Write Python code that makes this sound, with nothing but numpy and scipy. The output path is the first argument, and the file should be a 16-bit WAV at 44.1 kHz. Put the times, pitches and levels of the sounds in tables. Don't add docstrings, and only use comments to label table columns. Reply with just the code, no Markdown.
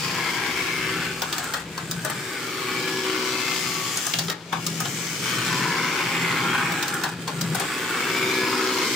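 import sys
import numpy as np
from scipy import signal
from scipy.fft import rfft, irfft, next_fast_len
from scipy.io import wavfile

SR = 44100
rng = np.random.default_rng(int(sys.argv[2]) if len(sys.argv) > 2 else 0)


def dump_mix(stems):
    frames = np.atleast_2d(stems).T
    limited = np.clip(frames, -1, 1)
    pcm = np.round(limited * 32767).astype(np.int16)
    wavfile.write(sys.argv[1], SR, pcm)


N = 394694
TIME = np.arange(N) / SR

# cams engage t/s, release t/s, then level/dB of
STROKE_PLAN = [(-0.3, 1.1, -30.5, -27.5, -31, -39.5, -39, -37.5, -37.5),
               (2.35, 4.15, -31.5, -30, -31, -37.5, -42.5, -31, -41),
               (5.232, 6.8, -27, -26, -30.5, -36.5, -33.5, -42, -32),
               (7.78, 9.65, -27, -25.7, -28.4, -33, -41, -28.3, -37)]
# place, f/Hz, level/dB
SHEEN_ZONES = [(-0.85, 6540, 0), (-0.085, 4870, -1.5), (1.1, 7850, 1.5), (0.87, 4300, -5.5)]
# t/s, half length/s, f/Hz, width/Hz, level/dB
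PANEL_BANDS = [(0.295, 0.078, 2100, 383, 0), (0.73, 0.15, 2190, 210, -3.5), (1.475, 0.028, 1390, 200, -1),
               (2.81, 0.091, 2320, 260, 0), (2.996, 0.048, 1000, 170, 1), (3.454, 0.099, 2100, 130, 2)]
# place, f/Hz, level/dB
RAIL_MODE = [(-1.2, 1150, -34), (-0.3, 950, -42), (-0.37, 1054, -4.5), (-0.13, 986, 1), (0.22, 1004, -6),
             (0.33, 1190, -21), (0.54, 1366, 0), (0.675, 1540, 0.5), (0.68, 1670, -10.5)]
# t/s, half length/s, multiple of tooth rate, level/dB
TOOTH_WHINES = [(2.926, 0.067, 27, -3.5), (3.797, 0.14, 18, -6), (5.708, 0.039, 27, -5.5)]
# multiple of shaft rate, level/dB
MOTOR_TONES = [(6, -11), (7, -10), (8, 1.5)]
COVER_TONES = [(12, -6.5), (15, -8), (18, 1), (24, -11.5)]
# t/s, half length/s, level/dB
LOAD_SURGES = [(1.988, 0.15, -32), (4.24, 0.073, -31.5), (4.787, 0.15, -33), (7.467, 0.095, -25.5)]
# t/s, level/dB of steel, knock, snap, body, then body f/Hz, steel f/Hz
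CLACK_PLAN = [(1.219, -16.5, -27.5, -11, -30, 776, 3500), (1.3266, -15, -34, -13, -33, 1220, 3670),
              (1.381, -18.5, -35, -12, -44, 1260, 4350), (1.4405, -29, -49, -20, -47, 1450, 8400),
              (1.5368, -19, -28.5, -13, -29, 1850, 4250), (1.7772, -23, -32.5, -23, -28.5, 1054, 4400),
              (1.9113, -18.5, -37, -10.5, -37, 1600, 4920), (2.048, -19.5, -27.5, -13, -25, 1494, 8200),
              (2.098, -20.5, -28, -24, -37, 807, 8340), (3.971, -13, -37.5, -24, -48, 1150, 6570),
              (4.066, -14, -34, -16, -30, 1230, 6210), (4.1365, -11, -31.5, -18, -25, 2830, 3240),
              (4.1875, -10, -28, -12, -32, 810, 4540), (4.282, -21, -29.5, -36, -32, 1300, 3700),
              (4.299, -15, -30.5, -14, -28, 1860, 3780), (4.5258, -26, -25, -21, -19.5, 1090, 3170),
              (4.6647, -14.5, -39, -12.5, -34, 1220, 5380), (4.803, -24, -33.5, -9, -24, 1254, 7000),
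              (4.853, -22, -33, -30, -31, 1430, 3100)]
REPEAT_GAINS_DB = [-9, -0.5, -2.5, 8, 2, 4, 1.5, -0.5, 2]
# f/Hz, density level/dB
RATTLE_SPECTRUM = [(350, -0.5), (600, -13), (800, -1), (980, -1.5), (1150, 3), (1400, 4.5), (1750, 2.5),
                   (2050, -14.5), (3500, -83)]
CHATTER_SPECTRUM = [(1200, -61), (1850, 1), (2250, 12.5), (2700, 4.5), (3100, -0.5), (4000, -6),
                    (7000, -31)]
NEEDLE_SPECTRUM = [(1500, -43), (3050, 3), (3700, -2), (4900, 1), (6100, -2), (7600, -1), (10000, -7.5),
                   (14000, -9), (15300, -3), (16000, -21)]
GROWL_SPECTRUM = [(30, -28), (60, -45), (125, 0.5), (165, 0), (280, -10.5)]
COVER_SPECTRUM = [(150, -17.5), (240, -4), (330, -1), (490, -5.5), (640, -22)]
KNOCK_SPECTRUM = [(250, -2), (550, -5), (760, 2), (1100, 1), (1600, 5), (2000, -8.5), (3400, -7)]
SNAP_SPECTRUM = [(6200, 8), (9000, 2.5), (13500, -0.5), (15300, 13), (16000, -6)]
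WORKSHOP_SPECTRUM = [(40, -52), (118, -11), (200, -34), (500, -20.5), (1850, -25.5), (4000, -26.5),
                     (16000, -52)]
RUMBLE_SPECTRUM = [(25, -13), (75, 5)]
# f/Hz, left-right correlation
COHERENCE = [(350, 1), (700, 0.88), (2300, 0.59), (5000, 0.22), (14000, 0.13)]

TURN_S, STROKE_S = 1.777, 2.74975
PULL_S, BRAKE_S, CREEP_S, CREEP_SHARE = .37, .38, .125, .09
TOOTH_HZ, TEETH_PER_TURN = 62.8, 3
ENGAGE_RIGHT_S, ENGAGE_LEFT_S, RELEASE_S = .074, .76, .096
LIFT_BEFORE_S, DROP_AFTER_S, LIFT_RAMP_S, DROP_RAMP_S = .19, .028, .017, .18
STAND_BEFORE_S, STAND_HALF_S, STAND_DB = .12, .037, -8.5
FRONT_PLACE, FRONT_WIDTH, LEFT_BRAKING_SHARE = -.063, .21, .36
KNOCK_RISE_S, CUTOFF_HZ = .003, 16000


def carriage(teeth, cruise, motion):
    speed, place, _, _ = motion
    rattle_db, chatter_db, rasp_db, hiss_db = carriage_levels(motion)
    regular = cruise * tooth_ringing(teeth)
    throb = from_db(1.33 * np.cos(4 * np.pi * teeth))
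    loose = rms_one(throb * ticks(3000 + 9000 * speed, spread_db=3))
    drag = from_db(.85 * drift(14))
    rattle = from_db(rattle_db - 1) * radiate(loose + .65 * regular, RATTLE_SPECTRUM)
    chatter = from_db(chatter_db - 3) * radiate(loose + .5 * regular, CHATTER_SPECTRUM)
    frame = standing_waves(rattle + chatter, depth_db=2.8, width_hz=30, length_s=.11)
    singing = from_db(rattle_db - 5.5) * panels(loose[0] + .77 * regular[0])
    singing += rail(loose[1] + regular[1], speed, place)
    hiss = needle_hiss(loose + .4 * regular, place, rasp_db, hiss_db)
    shift = np.clip(2 * (TIME - 5) + .5, 0, 1)
    bearing = 3.7 - 2 * place - 1.55 * shift
    return drag * (frame + singing) * pan(1.5 * bearing) + hiss * pan(.7 * (bearing - 1.1))


def travel():
    age = TIME[:round(STROKE_S * SR)]
    stop_s = STROKE_S - CREEP_S
    speed = np.interp(age, [0, PULL_S, stop_s - BRAKE_S, stop_s], [CREEP_SHARE, 1, 1, CREEP_SHARE])
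    covered = 2 * np.cumsum(speed) / speed.sum() - 1
    braking = np.sqrt(np.clip(1 - (2 * (age - stop_s) / BRAKE_S + 1) ** 2, 0, 1))
    stroke, since_turn_s = np.divmod(TIME - TURN_S, STROKE_S)
    heading = np.where(stroke % 2, 1, -1)
    speed, covered, braking = (np.interp(since_turn_s, age, c) for c in (speed, covered, braking))
    return speed, heading * covered, heading, braking


def this_stroke():
    return np.transpose(STROKE_PLAN)[:, ((TIME - TURN_S) // STROKE_S + 1).astype(int)]


def part_db(motion, nearest, reach, idle_db, braking_db, front_db):
    speed, place, heading, braking = motion
    engage_s, release_s = this_stroke()[:2]
    ramp_s = np.where(heading > 0, ENGAGE_RIGHT_S, ENGAGE_LEFT_S)
    idle = 1 - np.clip(np.minimum((TIME - engage_s) / ramp_s, (release_s - TIME) / RELEASE_S) + .5, 0, 1)
    scraping = braking * np.where(heading > 0, 1, LEFT_BRAKING_SHARE)
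    distance_db = -10 * np.log10(1 + ((place - nearest) / reach) ** 2)
    front = np.exp(-((place - FRONT_PLACE) / FRONT_WIDTH) ** 2)
    return distance_db + .3 * np.log10(speed) + idle_db * idle + braking_db * scraping + front_db * front


def turn_hush_db(place):
    offset_s = (TIME - TURN_S + STROKE_S / 2) % STROKE_S - STROKE_S / 2
    lift = (offset_s + LIFT_BEFORE_S) / LIFT_RAMP_S
    drop = (DROP_AFTER_S - offset_s) / DROP_RAMP_S
    lifted = np.clip(np.minimum(lift, drop) + .5, 0, 1)
    standing = np.exp(-((offset_s + STAND_BEFORE_S) / STAND_HALF_S) ** 2)
    return lifted * (-8 + 9.1 * place) + standing * STAND_DB


def carriage_levels(motion):
    rattle_db, chatter_db, needle_db = this_stroke()[2:5]
    hush_db = turn_hush_db(place=motion[1])
    rattle = part_db(motion, nearest=.99, reach=.99, idle_db=-8, braking_db=8, front_db=2)
    chatter = part_db(motion, nearest=.099, reach=.63, idle_db=-6, braking_db=1.5, front_db=-3.5)
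    rasp = part_db(motion, nearest=-.48, reach=.81, idle_db=-4, braking_db=4.5, front_db=-.9)
    hiss = part_db(motion, nearest=-.7, reach=1, idle_db=-2.5, braking_db=4, front_db=-2.5)
    return (rattle_db + rattle + .26 * hush_db, chatter_db + chatter + .5 * hush_db,
            needle_db + rasp + .44 * hush_db, needle_db + hiss + hush_db)


def tooth_ringing(teeth, t60_s=.1, teeth_per_zone=22.16, uneven_db=2.2, zones=5):
    blows = np.diff(np.floor(teeth), prepend=0) * from_db(uneven_db * rng.standard_normal(N))
    age = TIME[:SR // 8]
    out = np.zeros((2, N))
    for k in range(zones):
        away = np.abs((teeth / teeth_per_zone - k + zones / 2) % zones - zones / 2)
        weight = np.cos(np.pi / 2 * np.minimum(away, 1))
        response = rng.standard_normal((2, len(age))) * from_db(-60 * age / t60_s)
        out += signal.oaconvolve([blows * weight], response, axes=1)[:, :N]
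    return rms_one(out)


def ticks(per_s, spread_db):
    sizes = from_db(spread_db * np.minimum(rng.exponential(1, (2, N)), 4))
    return rms_one((rng.random((2, N)) < per_s / SR) * sizes * rng.choice([-1, 1], (2, N)))


def needle_hiss(contacts, place, rasp_db, hiss_db, zone_reach=.48, zone_width_hz=1900):
    needles = standing_waves(radiate(contacts, NEEDLE_SPECTRUM), depth_db=2.1, width_hz=45, length_s=.05)
    sheen = np.zeros((2, N))
    for centre, hz, db in SHEEN_ZONES:
        band = butter(needles, 1, [hz - zone_width_hz / 2, hz + zone_width_hz / 2], "band")
        sheen += from_db(db) * np.exp(-((place - centre) / zone_reach) ** 2) * band
    rasp, bright = crossover(rms_one(needles + sheen), hz=6490)
    return from_db(.5 * drift(46)) * (from_db(rasp_db + 2) * rasp + from_db(hiss_db) * bright)


def standing_waves(x, depth_db, width_hz, length_s):
    hz, s, bins = signal.stft(x, SR, nperseg=2048)
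    patches = rng.standard_normal(bins.shape[1:])
    for axis, span in ((0, width_hz / hz[1]), (1, length_s / s[1])):
        bell = np.exp(-.5 * (np.arange(-20, 21) / span) ** 2)
        patches = signal.fftconvolve(patches, np.expand_dims(bell, 1 - axis), mode="same")
    gain = rms_one(from_db(depth_db * rms_one(patches)))
    return signal.istft(bins * gain, SR, nperseg=2048)[1][:, :N]


def panels(shaking):
    out = np.zeros(N)
    for s, half_length_s, hz, width_hz, db in PANEL_BANDS:
        band = butter(shaking, 2, [hz - width_hz / 2, hz + width_hz / 2], "band")
        out += from_db(db) * passing(s, half_length_s) * rms_one(band)
    return out


def rail(shaking, speed, place, width_hz=92):
    places, hz, db = np.transpose(RAIL_MODE)
    carrier = np.exp(2j * np.pi * np.cumsum(np.interp(place, places, hz)) / SR)
    baseband = butter(shaking / carrier, 2, width_hz / 2, "low")
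    level_db = this_stroke()[-1] + np.interp(place, places, db)
    return from_db(level_db) * speed * rms_one((baseband * carrier).real)


def whine(teeth):
    tone = sum(from_db(db) * passing(s, half_length_s) * np.sin(2 * np.pi * k * teeth)
               for s, half_length_s, k, db in TOOTH_WHINES)
    rattle_db = this_stroke()[2]
    return from_db(rattle_db + 2 * drift(32)) * np.sqrt(2) * tone * pan(2.8)


def drive(teeth, cruise, motion, sway_hz=167):
    growl_db, cover_db, drone_db = drive_levels(motion)
    turns, steady = teeth / TEETH_PER_TURN, cruise ** 3
    motor_tones = shaft_tones(turns, MOTOR_TONES, waver_db=2.2, slip_rad=.6)
    cover_tones = shaft_tones(turns, COVER_TONES, waver_db=1.5, slip_rad=.2)
    sway = np.sqrt(2) * np.sin(2 * np.pi * sway_hz * TIME + drift(11.4))
    growl = from_db(-3.5 - 2.5 * (1 - steady)) * noise(GROWL_SPECTRUM)
    motor = from_db(-5.5) * steady * motor_tones + from_db(-3) * (1 - steady) * sway + growl
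    cover = from_db(drone_db) * steady * cover_tones + from_db(cover_db) * noise(COVER_SPECTRUM)
    return from_db(growl_db) * motor * pan(2.5) + cover * pan(1.6)


def shaft_tones(turns, orders, waver_db, slip_rad):
    return rms_one(sum(from_db(db + waver_db * drift(6))
                       * np.sin(2 * np.pi * k * turns + slip_rad * drift(3)) for k, db in orders))


def drive_levels(motion, beat_hz=1.102, beat_peak_s=3.71):
    speed, _, heading, _ = motion
    cover_db, growl_db, drone_db = this_stroke()[5:8]
    beat = np.cos(2 * np.pi * beat_hz * (TIME - beat_peak_s))
    running = from_db(growl_db + 3.3 * beat) * speed ** .16
    surge_power = sum(from_db(db) ** 2 * np.exp(-((TIME - s) / half_s) ** 2)
                      for s, half_s, db in LOAD_SURGES)
    cover_db += part_db(motion, nearest=.19, reach=np.where(heading > 0, 1.05, .55),
                        idle_db=-1.5, braking_db=-1.5, front_db=1)
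    drone_db += 2 * part_db(motion, nearest=np.where(heading > 0, .48, .04), reach=.36,
                            idle_db=-2, braking_db=9, front_db=-.5)
    buzz_db = 1.9 * passing(.934, half_length_s=.061)
    return 10 * np.log10(running ** 2 + surge_power), cover_db + buzz_db, drone_db + buzz_db


def clacks():
    _, steel_db, knock_db, snap_db, body_db, body_hz, steel_hz = clack_rows().T
    crack = bursts(steel_db - 6.5, t60_s=.053, rise_s=.0012, bounce_db=3.5) * steel_noise(steel_hz)
    snap = bursts(snap_db - 12, t60_s=.05, rise_s=.0006, bounce_db=3) * noise(SNAP_SPECTRUM)
    frame = standing_waves(noise(KNOCK_SPECTRUM), depth_db=4, width_hz=50, length_s=.05)
    knock = bursts(knock_db + 3.5, t60_s=.18, rise_s=KNOCK_RISE_S, bounce_db=.5) * frame
    body = struck_notes(body_db, body_hz, t60_s=.13)
    steel = struck_notes(steel_db - 7.5, steel_hz, t60_s=.049)
    return (crack + snap + steel) * pan(1) + (knock + body) * pan(4.9)


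def clack_rows():
    again = [(s + 2 * STROKE_S, steel + db, knock + db, snap + min(db, 0), body + db, *pitches)
             for (s, steel, knock, snap, body, *pitches), db in zip(CLACK_PLAN, REPEAT_GAINS_DB)]
    return np.vstack([CLACK_PLAN, again])


def bursts(levels_db, t60_s, rise_s, bounce_db):
    power, bounces_db = np.zeros(N), bounce_db * drift(200)
    for (s, *_), db in zip(clack_rows(), levels_db):
        near = slice(int((s - .04) * SR), int((s + .3) * SR))
        age = TIME[near] - s - rise_s
        broken_db = bounces_db[near] * np.clip(10 * age / t60_s, 0, 1)
        shape = np.exp(np.minimum(age / rise_s, -np.log(1000) * age / t60_s))
        power[near] += (from_db(db + broken_db) * shape) ** 2
    return np.sqrt(power)


def steel_noise(pitches_hz, octaves=1.18, low_hz=1700):
    out, source = np.zeros((2, N)), noise([(low_hz, 0), (CUTOFF_HZ, 0)])
    for (s, *_), hz in zip(clack_rows(), pitches_hz):
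        near = slice(round((s - KNOCK_RISE_S) * SR), round((s + .5) * SR))
        edges_hz = np.minimum(hz * 2 ** (np.array([-.5, .5]) * octaves), CUTOFF_HZ)
        out[:, near] = rms_one(butter(source[:, near], 2, edges_hz, "band"))
    return out


def struck_notes(levels_db, pitches_hz, t60_s, rise_s=.002):
    out, age = np.zeros(N), TIME[:SR // 4]
    shape = from_db(-60 * age / t60_s) * np.minimum(age / rise_s, 1)
    for (s, *_), db, hz in zip(clack_rows(), levels_db, pitches_hz):
        at = round(s * SR)
        out[at:at + len(age)] += from_db(db) * shape * np.sin(2 * np.pi * hz * age)
    return out


def room(x, t60_s=.15, delay_s=.012, top_hz=4000):
    age = TIME[:SR // 2]
    tail = rng.standard_normal((2, len(age))) * from_db(-60 * age / t60_s) * (age > delay_s)
    tail = butter(tail / np.sqrt(np.sum(tail ** 2) / 2), 1, top_hz, "low")
    return signal.oaconvolve(x, tail, axes=1)[:, :N]


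def workshop(rumble_end_s=2.1):
    ambience = from_db(-43.5) * noise(WORKSHOP_SPECTRUM) * pan(4.4)
    rumble = from_db(-53.5) * np.clip(20 * (rumble_end_s - TIME), 0, 1) * noise(RUMBLE_SPECTRUM)
    return ambience + rumble


def passing(s, half_length_s):
    away_s = (TIME - s + STROKE_S) % (2 * STROKE_S) - STROKE_S
    return np.exp(-.5 * np.minimum((away_s / half_length_s) ** 2, 100))


def radiate(pair, spectrum):
    size = next_fast_len(N)
    hz = np.fft.rfftfreq(size, 1 / SR)
    beyond = np.maximum(1, np.maximum(spectrum[0][0] / (hz + 1), hz / spectrum[-1][0]))
    mid, side = rfft(pair, size) * from_db(at_hz(spectrum, hz)) / beyond ** 2
    alike = np.clip(at_hz(COHERENCE, hz), -.99, .99)
    stereo = np.sqrt(1 + alike) * mid + np.sqrt(1 - alike) * side * [[1], [-1]]
    return rms_one(irfft(stereo, size)[:, :N])


def noise(spectrum):
    return radiate(rng.standard_normal((2, N)), spectrum)


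def drift(rate_hz):
    pole = np.exp(-200 * np.pi * rate_hz / SR)
    slow = signal.lfilter([1], [1, -2 * pole, pole * pole], rng.standard_normal(N // 100 + 1002))[1000:]
    return np.interp(np.arange(N) / 100, np.arange(len(slow)), rms_one(slow))


def at_hz(points, hz):
    f, value = np.transpose(points)
    return np.interp(np.log(hz + 1), np.log(f), value)


def crossover(x, hz):
    return [butter(butter(x, 2, hz, kind), 2, hz, kind) for kind in ("low", "high")]


def butter(x, order, hz, kind):
    return signal.sosfilt(signal.butter(order, hz, kind, fs=SR, output="sos"), x)


def pan(left_minus_right_db):
    return from_db(np.array([[.5], [-.5]]) * left_minus_right_db)


def from_db(db):
    return 10 ** (np.asarray(db) / 20)


def rms_one(x):
    return x / np.sqrt(np.mean(x ** 2) + 1e-20)


def scene():
    motion = travel()
    speed = motion[0]
    teeth = np.cumsum(TOOTH_HZ * speed * (1 + .0012 * drift(2))) / SR
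    cruise = speed ** 2
    hits = clacks()
    background = workshop()
    machine = drive(teeth, cruise, motion) + carriage(teeth, cruise, motion) + whine(teeth)
    return machine + hits + from_db(-5.5) * room(hits) + background


def record(dry):
    return signal.sosfilt(signal.ellip(10, .2, 80, CUTOFF_HZ, fs=SR, output="sos"), dry)


dry = scene()
out = record(dry)
dump_mix(out)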